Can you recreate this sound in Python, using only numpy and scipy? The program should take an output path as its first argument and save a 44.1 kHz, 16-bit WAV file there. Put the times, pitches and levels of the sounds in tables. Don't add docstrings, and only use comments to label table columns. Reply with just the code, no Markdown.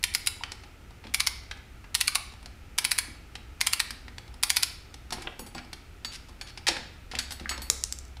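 import sys
import numpy as np
from scipy import signal
from scipy.fft import rfft, irfft
from scipy.io import wavfile

SR = 44100
rng = np.random.default_rng(int(sys.argv[2]) if len(sys.argv) > 2 else 0)


def to_wav(sig):
    pcm = np.clip(np.atleast_2d(sig), -1, 1) * 32767
    pcm = np.round(pcm).astype(np.int16)
    wavfile.write(sys.argv[1], SR, pcm.T)


N = 361619

HZ = np.fft.rfftfreq(4096, 1 / SR)
BLOW_SAMPLES = .01 * SR

# (frequency [Hz], relative gain [dB])
WRENCH_COLOUR = [(200, -30.5), (520, -31.5), (780, -11.5), (1450, -9.5), (2300, 3), (3200, -3), (4500, 3),
                 (6300, -6), (8200, -4.5), (9700, 0.5), (11700, -6), (13200, -16.5), (14700, -15.5)]
# (frequency [Hz], relative level [dB], t60 [s])
WRENCH_RING = [(1013, 1, 0.028), (1424, 1, 0.044), (2350, 0, 0.015), (2760, -2, 0.025), (4300, -19, 0.016),
               (5100, 1, 0.082), (9870, -10.5, 0.019), (10250, -20, 0.019)]
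DROP_T60, CRACK_T60, CRACK_DB = 0.028, 0.0061, -7
RING_DB = -15
LOW_MID_DB, TREBLE_DB, COLOUR_SPREAD_DB = 2.0, -1.73, 1.5
LIFT_SHARE, LIFT_T60, RELEASE_T60 = .09, 0.041, .02
LIFT_DB, SLOW_LIFT_DB_PER_S, LIFT_TREBLE_DB = -7, 64, 3


def ratchet():
    out, t = np.zeros(N), np.arange(4096) / SR
    for s, first_tooth_s, db, mid_db in teeth():
        chance_db = COLOUR_SPREAD_DB * rng.standard_normal(2)
        low_db, high_db = np.array([LOW_MID_DB, TREBLE_DB]) + chance_db
        grip_colour = [(1000, low_db), (1600, low_db / 2 + mid_db), (2300, mid_db),
                       (3500, 0), (5500, 0), (9000, high_db)]
        tone = read(WRENCH_COLOUR, HZ) + read(grip_colour, HZ)

        drop = blow(clatter(DROP_T60), 0) + blow(clatter(CRACK_T60), CRACK_DB)
        add(out, s, blow(signal.fftconvolve(drop, body(tone)), db))
        ringing = ring(WRENCH_RING, scatter=3, detune=.05)
        add(out, s, blow(ringing, db + RING_DB))

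        lead = LIFT_SHARE * first_tooth_s
        scrape = clatter(LIFT_T60) * amp(-60 * np.maximum(t - lead, 0) / RELEASE_T60)
        light = body(tone + read([(1500, -0.37), (9000, LIFT_TREBLE_DB)], HZ))
        scrape_db = db + LIFT_DB - SLOW_LIFT_DB_PER_S * first_tooth_s
        add(out, s - lead, blow(signal.fftconvolve(scrape, light), scrape_db))
    return out


# (first drop [s], teeth passed, time for the first tooth [s],
# growth of the time from tooth to tooth [s], level [dB], mid colour of the grip [dB])
BACK_SWINGS = [(0.0389, 3, 0.11, 0.013, -20.5, -3.5), (1.1445, 3, 0.059, 0.009, -20.5, 0.5),
               (1.95, 4, 0.061, 0.0073, -20, 0.5), (2.7854, 4, 0.064, 0.003, -20.5, 1),
               (3.6122, 4, .0582, .0048, -20.5, 0), (4.4344, 4, 0.068, -0.0022, -19, -2.5)]


def teeth():
    for s, count, first_tooth_s, growth_s, db, mid_db in BACK_SWINGS:
        for k in range(round(count)):
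            yield s, first_tooth_s, db, mid_db
            s += first_tooth_s + k * growth_s


# (time [s], level [dB], t60 [s], brightness [Hz])
DULL_KNOCKS = [(.436, -30.5, 0.021, 3000), (.519, -36.5, 0.026, 6700), (.6355, -49, 0.045, 3800),
               (1.0395, -47.5, .08, 1700), (1.0695, -46, 0.028, 3360), (1.5115, -34, 0.039, 2730),
               (1.8417, -49.5, .049, 1500), (2.4592, -43, 0.022, 7000), (3.3537, -37.5, 0.035, 4220),
               (3.9064, -34.5, 0.024, 11400), (4.0812, -44, 0.03, 2380), (4.1824, -39.5, 0.024, 5700),
               (4.341, -52, .027, 12400), (4.9418, -44, 0.03, 7750), (5.106, -39.5, .027, 6900),
               (5.1241, -30.5, 0.084, 13200), (5.1296, -37.5, 0.096, 5700), (5.221, -42, .059, 9100),
               (5.5808, -40, .038, 3100), (5.7305, -37.5, 0.029, 6670), (6.5748, -39, 0.046, 4400),
               (6.6685, -20.5, 0.16, 4550), (6.6813, -23.5, 0.04, 7200), (6.6864, -22.5, 0.032, 5100),
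               (6.7664, -34, 0.062, 2450), (7.114, -38, 0.078, 4030), (7.1521, -32.5, 0.03, 5130),
               (7.307, -36, .095, 9200), (7.3974, -42.5, 0.05, 4400), (7.513, -38, 0.16, 3760),
               (7.578, -40.5, 0.028, 5700), (8.169, -49.5, 0.029, 3600)]


def knocks():
    out = np.zeros(N)
    for s, db, t60, bright_hz in DULL_KNOCKS:
        add(out, s, knock(db, t60, bright_hz))
    return out


# (time [s], level [dB], t60 of the rattle [s], centre [Hz],
# width [Hz])
HOLLOW_CLACKS = [(.4075, -41.5, 0.022, 840, 250), (2.081, -37, 0.028, 1140, 200),
                 (2.157, -35, 0.027, 1180, 250), (5.2717, -31.5, 0.034, 2180, 2400),
                 (6.673, -40, 0.021, 910, 350), (6.687, -29.5, 0.025, 804, 337),
                 (7.4574, -34.5, 0.045, 1740, 930), (7.512, -34, 0.14, 1710, 1310)]


def clacks():
    out = np.zeros(N)
    for s, db, t60, hz, width in HOLLOW_CLACKS:
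        hollow = body(-10 * np.log10(1 + (2 * (HZ - hz) / width) ** 6))
        add(out, s, blow(signal.fftconvolve(clatter(t60), hollow), db))
    return out


# (time [s], level of the strike before STRIKE_DB [dB], brightness [Hz], level of the ring [dB])
STEEL_TINGS = [(5.393, -42.5, 15300, -41.5), (5.4641, -48.5, 13100, -47.5), (5.5486, -42.5, 6100, -45),
               (6.0476, -32, 4950, -33.5), (6.412, -35.5, 4960, -42.5), (7.1882, -24, 7100, -34),
               (7.321, -37.5, 15000, -43), (7.493, -29, 5160, -29.5), (7.619, -39, 11000, -38.5)]
# (frequency [Hz], relative level [dB], t60 [s])
STEEL_RING = [(4395, -3, .28), (4575, 0, .26), (4605, -5, .15), (6724, -2, .23), (7825, 0, .16),
              (7925, -1, .11), (8037, -4, .12), (9490, -3, .19), (10480, -8, .22), (11865, -7, .2),
              (12690, -9, .15), (13340, -15, .18), (14700, -13, .22)]
STRIKE_T60, STRIKE_DB = 0.049, -1
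EVEN_HZ, HIGH_DB_PER_OCTAVE = 8400, 9.5


def tings():
    out = np.zeros(N)
    for s, db, bright_hz, ring_db in STEEL_TINGS:
        tilt_db = HIGH_DB_PER_OCTAVE * np.log2(bright_hz / EVEN_HZ)
        modes = [(hz, mode_db + tilt_db * np.log2(hz / EVEN_HZ), t60)
                 for hz, mode_db, t60 in gripped(STEEL_RING)]
        add(out, s, knock(db + STRIKE_DB, STRIKE_T60, bright_hz))
        add(out, s, blow(ring(modes, scatter=3, detune=.002), ring_db))
    return out


def gripped(modes):
    return [(hz, db, t60 * rng.uniform(.65, 1.2)) for hz, db, t60 in modes]


# (time [s], level [dB])
DRY_SNAPS = [(7.7006, -17), (7.8387, -25), (7.925, -30), (7.988, -41.7), (8.0521, -57), (8.082, -62)]
# (frequency [Hz], relative gain [dB])
SNAP_COLOUR = [(200, -27), (700, -11), (1100, -15.5), (2400, -12), (4000, -4.5), (5500, 0.5), (8200, 2),
               (10500, -8), (12000, -13), (15000, -20), (16500, -39)]


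def snaps(spread_t60=0.012, spread_db=-3):
    out, tone = np.zeros(N), body(read(SNAP_COLOUR, HZ))
    for s, db in DRY_SNAPS:
        spike = blow(clatter(spread_t60), spread_db)
        add(spike, 0, blow(np.ones(1), 0))
        add(out, s, blow(signal.fftconvolve(spike, tone), db))
    return out


# (time [s], level before bump_db [dB], frame ring before frame_ring_db [dB])
HAND_BUMPS = [(1.05, -44.5, -60), (3.08, -46.5, -54), (5.123, -47, -34.5), (5.183, -50, -41),
              (5.251, -45, -46), (5.395, -44, -42), (5.552, -41.5, -38.5), (6.686, -37, -44),
              (6.769, -43, -42), (7.136, -47, -37), (7.409, -41, -48), (7.51, -51, -38.5), (7.58, -46, -45)]
# (frequency [Hz], relative gain [dB])
BUMP_COLOUR = [(60, -14.5), (150, -7), (250, -1.5), (340, 1.5), (440, -13.5), (540, -7.5), (800, -21),
               (1500, -34), (5000, -66)]


def bumps(bump_t60=0.061, bump_db=-1, frame_ring_db=-2):
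    out = np.zeros(N)
    for s, db, frame_db in HAND_BUMPS:
        add(out, s, blow(frame_ring(), frame_db + frame_ring_db))
        thud = signal.fftconvolve(clatter(bump_t60), body(read(BUMP_COLOUR, HZ)))
        add(out, s, blow(thud, db + bump_db))
    return out


# (time [s], length [s], level [dB], brightness [Hz])
FINGER_RUBS = [(1.019, 0.095, -59.5, 2980), (5.118, 0.17, -53.5, 1970), (5.555, 0.053, -47.5, 1950),
               (6.11, 0.065, -44.5, 6950), (6.463, 0.05, -49, 4960), (7.109, 0.14, -48, 2510),
               (7.378, 0.28, -59, 1970)]


def rubs(slips_per_s=2500):
    out = np.zeros(N)
    for s, length, db, bright_hz in FINGER_RUBS:
        n = int(length * SR)
        slipping = rng.random(n) < slips_per_s / SR
        slips = rng.standard_normal(n) * slipping * signal.windows.tukey(n, .5)
        rub = blow(signal.fftconvolve(slips, contact(bright_hz)), db)
        add(out, s, rub * np.sqrt(n / BLOW_SAMPLES))
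    return out


def slack_ticks(count=24, tick_db=-58, spread_db=4, tick_t60=0.027, bright_hz=4000):
    out = np.zeros(N)
    for when, size, hardness in rng.random((count, 3)):
        tick = knock(tick_db + spread_db * size, tick_t60, bright_hz * (.5 + 2 * hardness))
        add(out, when * N / SR, tick)
    return out


FRAME_DB, USUAL_BLOW_DB, FRAME_GROWTH = -49, -37, 0.37


def knock(db, t60, bright_hz):
    out = blow(signal.fftconvolve(clatter(t60), contact(bright_hz)), db)
    frame_db = FRAME_DB + FRAME_GROWTH * (db - USUAL_BLOW_DB)
    add(out, 0, blow(frame_ring(), frame_db))
    return out


# (frequency [Hz], relative gain [dB])
PARTS_COLOUR = [(150, -16), (600, -16.5), (1100, -4.5), (1700, 2.5), (3500, 4), (5400, 6.5), (6200, 0),
                (10000, 2), (15000, -13.5)]


def contact(bright_hz):
    return body(read(PARTS_COLOUR, HZ) - 10 * np.log10(1 + (HZ / bright_hz) ** 4))


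# (frequency [Hz], relative level [dB], t60 [s])
FRAME_MODES = [(255, -7, .08), (360, -8, .06), (510, -8, .04), (720, -2, .035), (805, 0, .045),
               (890, 0, .03), (1030, -3, .035), (1280, -6, .04)]


def frame_ring():
    return ring(FRAME_MODES, scatter=3, detune=.03)


def clatter(t60):
    t = np.arange(4096) / SR
    return rng.standard_normal(len(t)) * amp(-60 * t / t60)


def ring(modes, scatter, detune=0):
    t = np.arange(0, max(t60 for _, _, t60 in modes), 1 / SR)
    out = np.zeros(len(t))
    for hz, db, t60 in modes:
        turns = hz * (1 + detune * rng.uniform(-0.98, 1)) * t + rng.random()
        level_db = db + scatter * rng.standard_normal() - 60 * t / t60
        out += amp(level_db) * np.sin(2 * np.pi * turns)
    return out


# (delay [s], level [dB])
REFLECTIONS = [(.0043, -25.5), (.0092, -20), (.011, -24), (0.0135, -24)]


def reflections(near):
    out = np.zeros(N)
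    for delay, db in REFLECTIONS:
        add(out, delay, amp(db) * near)
    return out


def room(x, turns_per_s=3.7):
    angle = 2 * np.pi * turns_per_s * np.arange(N) / SR
    return sum(signal.oaconvolve(x * share, tail())[:N] for share in (np.cos(angle), np.sin(angle)))


# (frequency [Hz], t60 [s])
WORKSHOP_T60 = [(300, 0.5), (1000, .5), (2600, 0.67), (5000, 0.56), (9000, 0.39), (15000, 0.3)]
# (frequency [Hz], level [dB])
WORKSHOP_COLOUR = [(200, 0.5), (1000, -6.5), (2600, -9), (5000, -11), (9000, -12), (15000, -11.5)]


def tail(build_s=0.0055):
    hz, t, z = signal.stft(rng.standard_normal(SR), SR, nperseg=256)
    fade = amp(-60 * t / read(WORKSHOP_T60, hz)[:, None])
    fade *= 1 - np.exp(-t / build_s)
    energy = SR * np.mean(fade ** 2, axis=1, keepdims=True)
    fade *= amp(read(WORKSHOP_COLOUR, hz))[:, None] / np.sqrt(energy)
    return signal.istft(z * fade, SR)[1]


# (frequency [Hz], relative density [dB])
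AIR_COLOUR = [(15, -11.5), (35, 1), (80, -2), (160, -14.5), (360, -18.5), (560, -25.5), (850, -24),
              (1080, -31), (1290, -21), (1600, -27.5), (2400, -25.5), (3500, -33), (9000, -41),
              (15500, -46)]
AIR_DB = -48
# (time [s], pitch [Hz])
HUM_TRACK = [(.45, 81.5), (.7, 60.5), (5, 61), (7.2, 67), (8.2, 63)]
# (time [s], level [dB])
HUM_LEVELS = [(0, -49), (.7, -57), (1.2, -51.5), (2, -56), (5, -58), (6.8, -76), (7.2, -47.5), (7.8, -48),
              (8.2, -42.5)]


def background(waver_db=2):
    t, hz = np.arange(N) / SR, np.fft.rfftfreq(N, 1 / SR)
    air = evened(irfft(rfft(rng.standard_normal(N)) * amp(read(AIR_COLOUR, hz)), N))
    pitch = np.interp(t, *np.transpose(HUM_TRACK))
    db = np.interp(t, *np.transpose(HUM_LEVELS))
    waver = np.interp(t, np.linspace(0, t[-1], 70), rng.standard_normal(70))
    hum = np.sqrt(2) * np.sin(2 * np.pi * np.cumsum(pitch) / SR)
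    return amp(AIR_DB) * air + hum * amp(db + waver_db * waver)


def amp(db):
    return 10 ** (np.asarray(db) / 20)


def read(points, hz):
    f, value = np.transpose(points)
    return np.interp(np.log(hz + 1), np.log(f + 1), value)


def evened(x):
    return x / np.sqrt(np.mean(x ** 2) + 1e-20)


def blow(x, db):
    return x * amp(db) * np.sqrt(BLOW_SAMPLES / (np.sum(x ** 2) + 1e-20))


def add(mix, s, sound):
    part = mix[max(round(s * SR), 0):][:len(sound)]
    part += sound[:len(part)]


def body(db):
    log_gain = np.log(amp(np.maximum(db, -100)))
    circle = np.concatenate([log_gain, log_gain[-2:0:-1]])
    return np.fft.ifft(np.exp(np.conj(signal.hilbert(circle)))).real[:len(HZ)]


def scene(wrench_wet_db=-1, hardware_wet_db=1.5, snap_wet_db=-1):
    wrench = ratchet()
    parts = knocks() + tings() + clacks() + rubs() + bumps() + slack_ticks()
    spikes = snaps()
    near = wrench + parts + spikes
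    to_room = amp(wrench_wet_db) * wrench + amp(hardware_wet_db) * parts + amp(snap_wet_db) * spikes
    out = near + reflections(near) + room(to_room) + background()
    return out[None]


def record(dry, edge_hz=15600):
    limited = np.clip(dry, -1, 1)
    low_pass = signal.firwin(255, edge_hz, window=("kaiser", 8), fs=SR)
    return signal.oaconvolve(limited, low_pass[None], "same")


dry = scene()
out = record(dry)
to_wav(out)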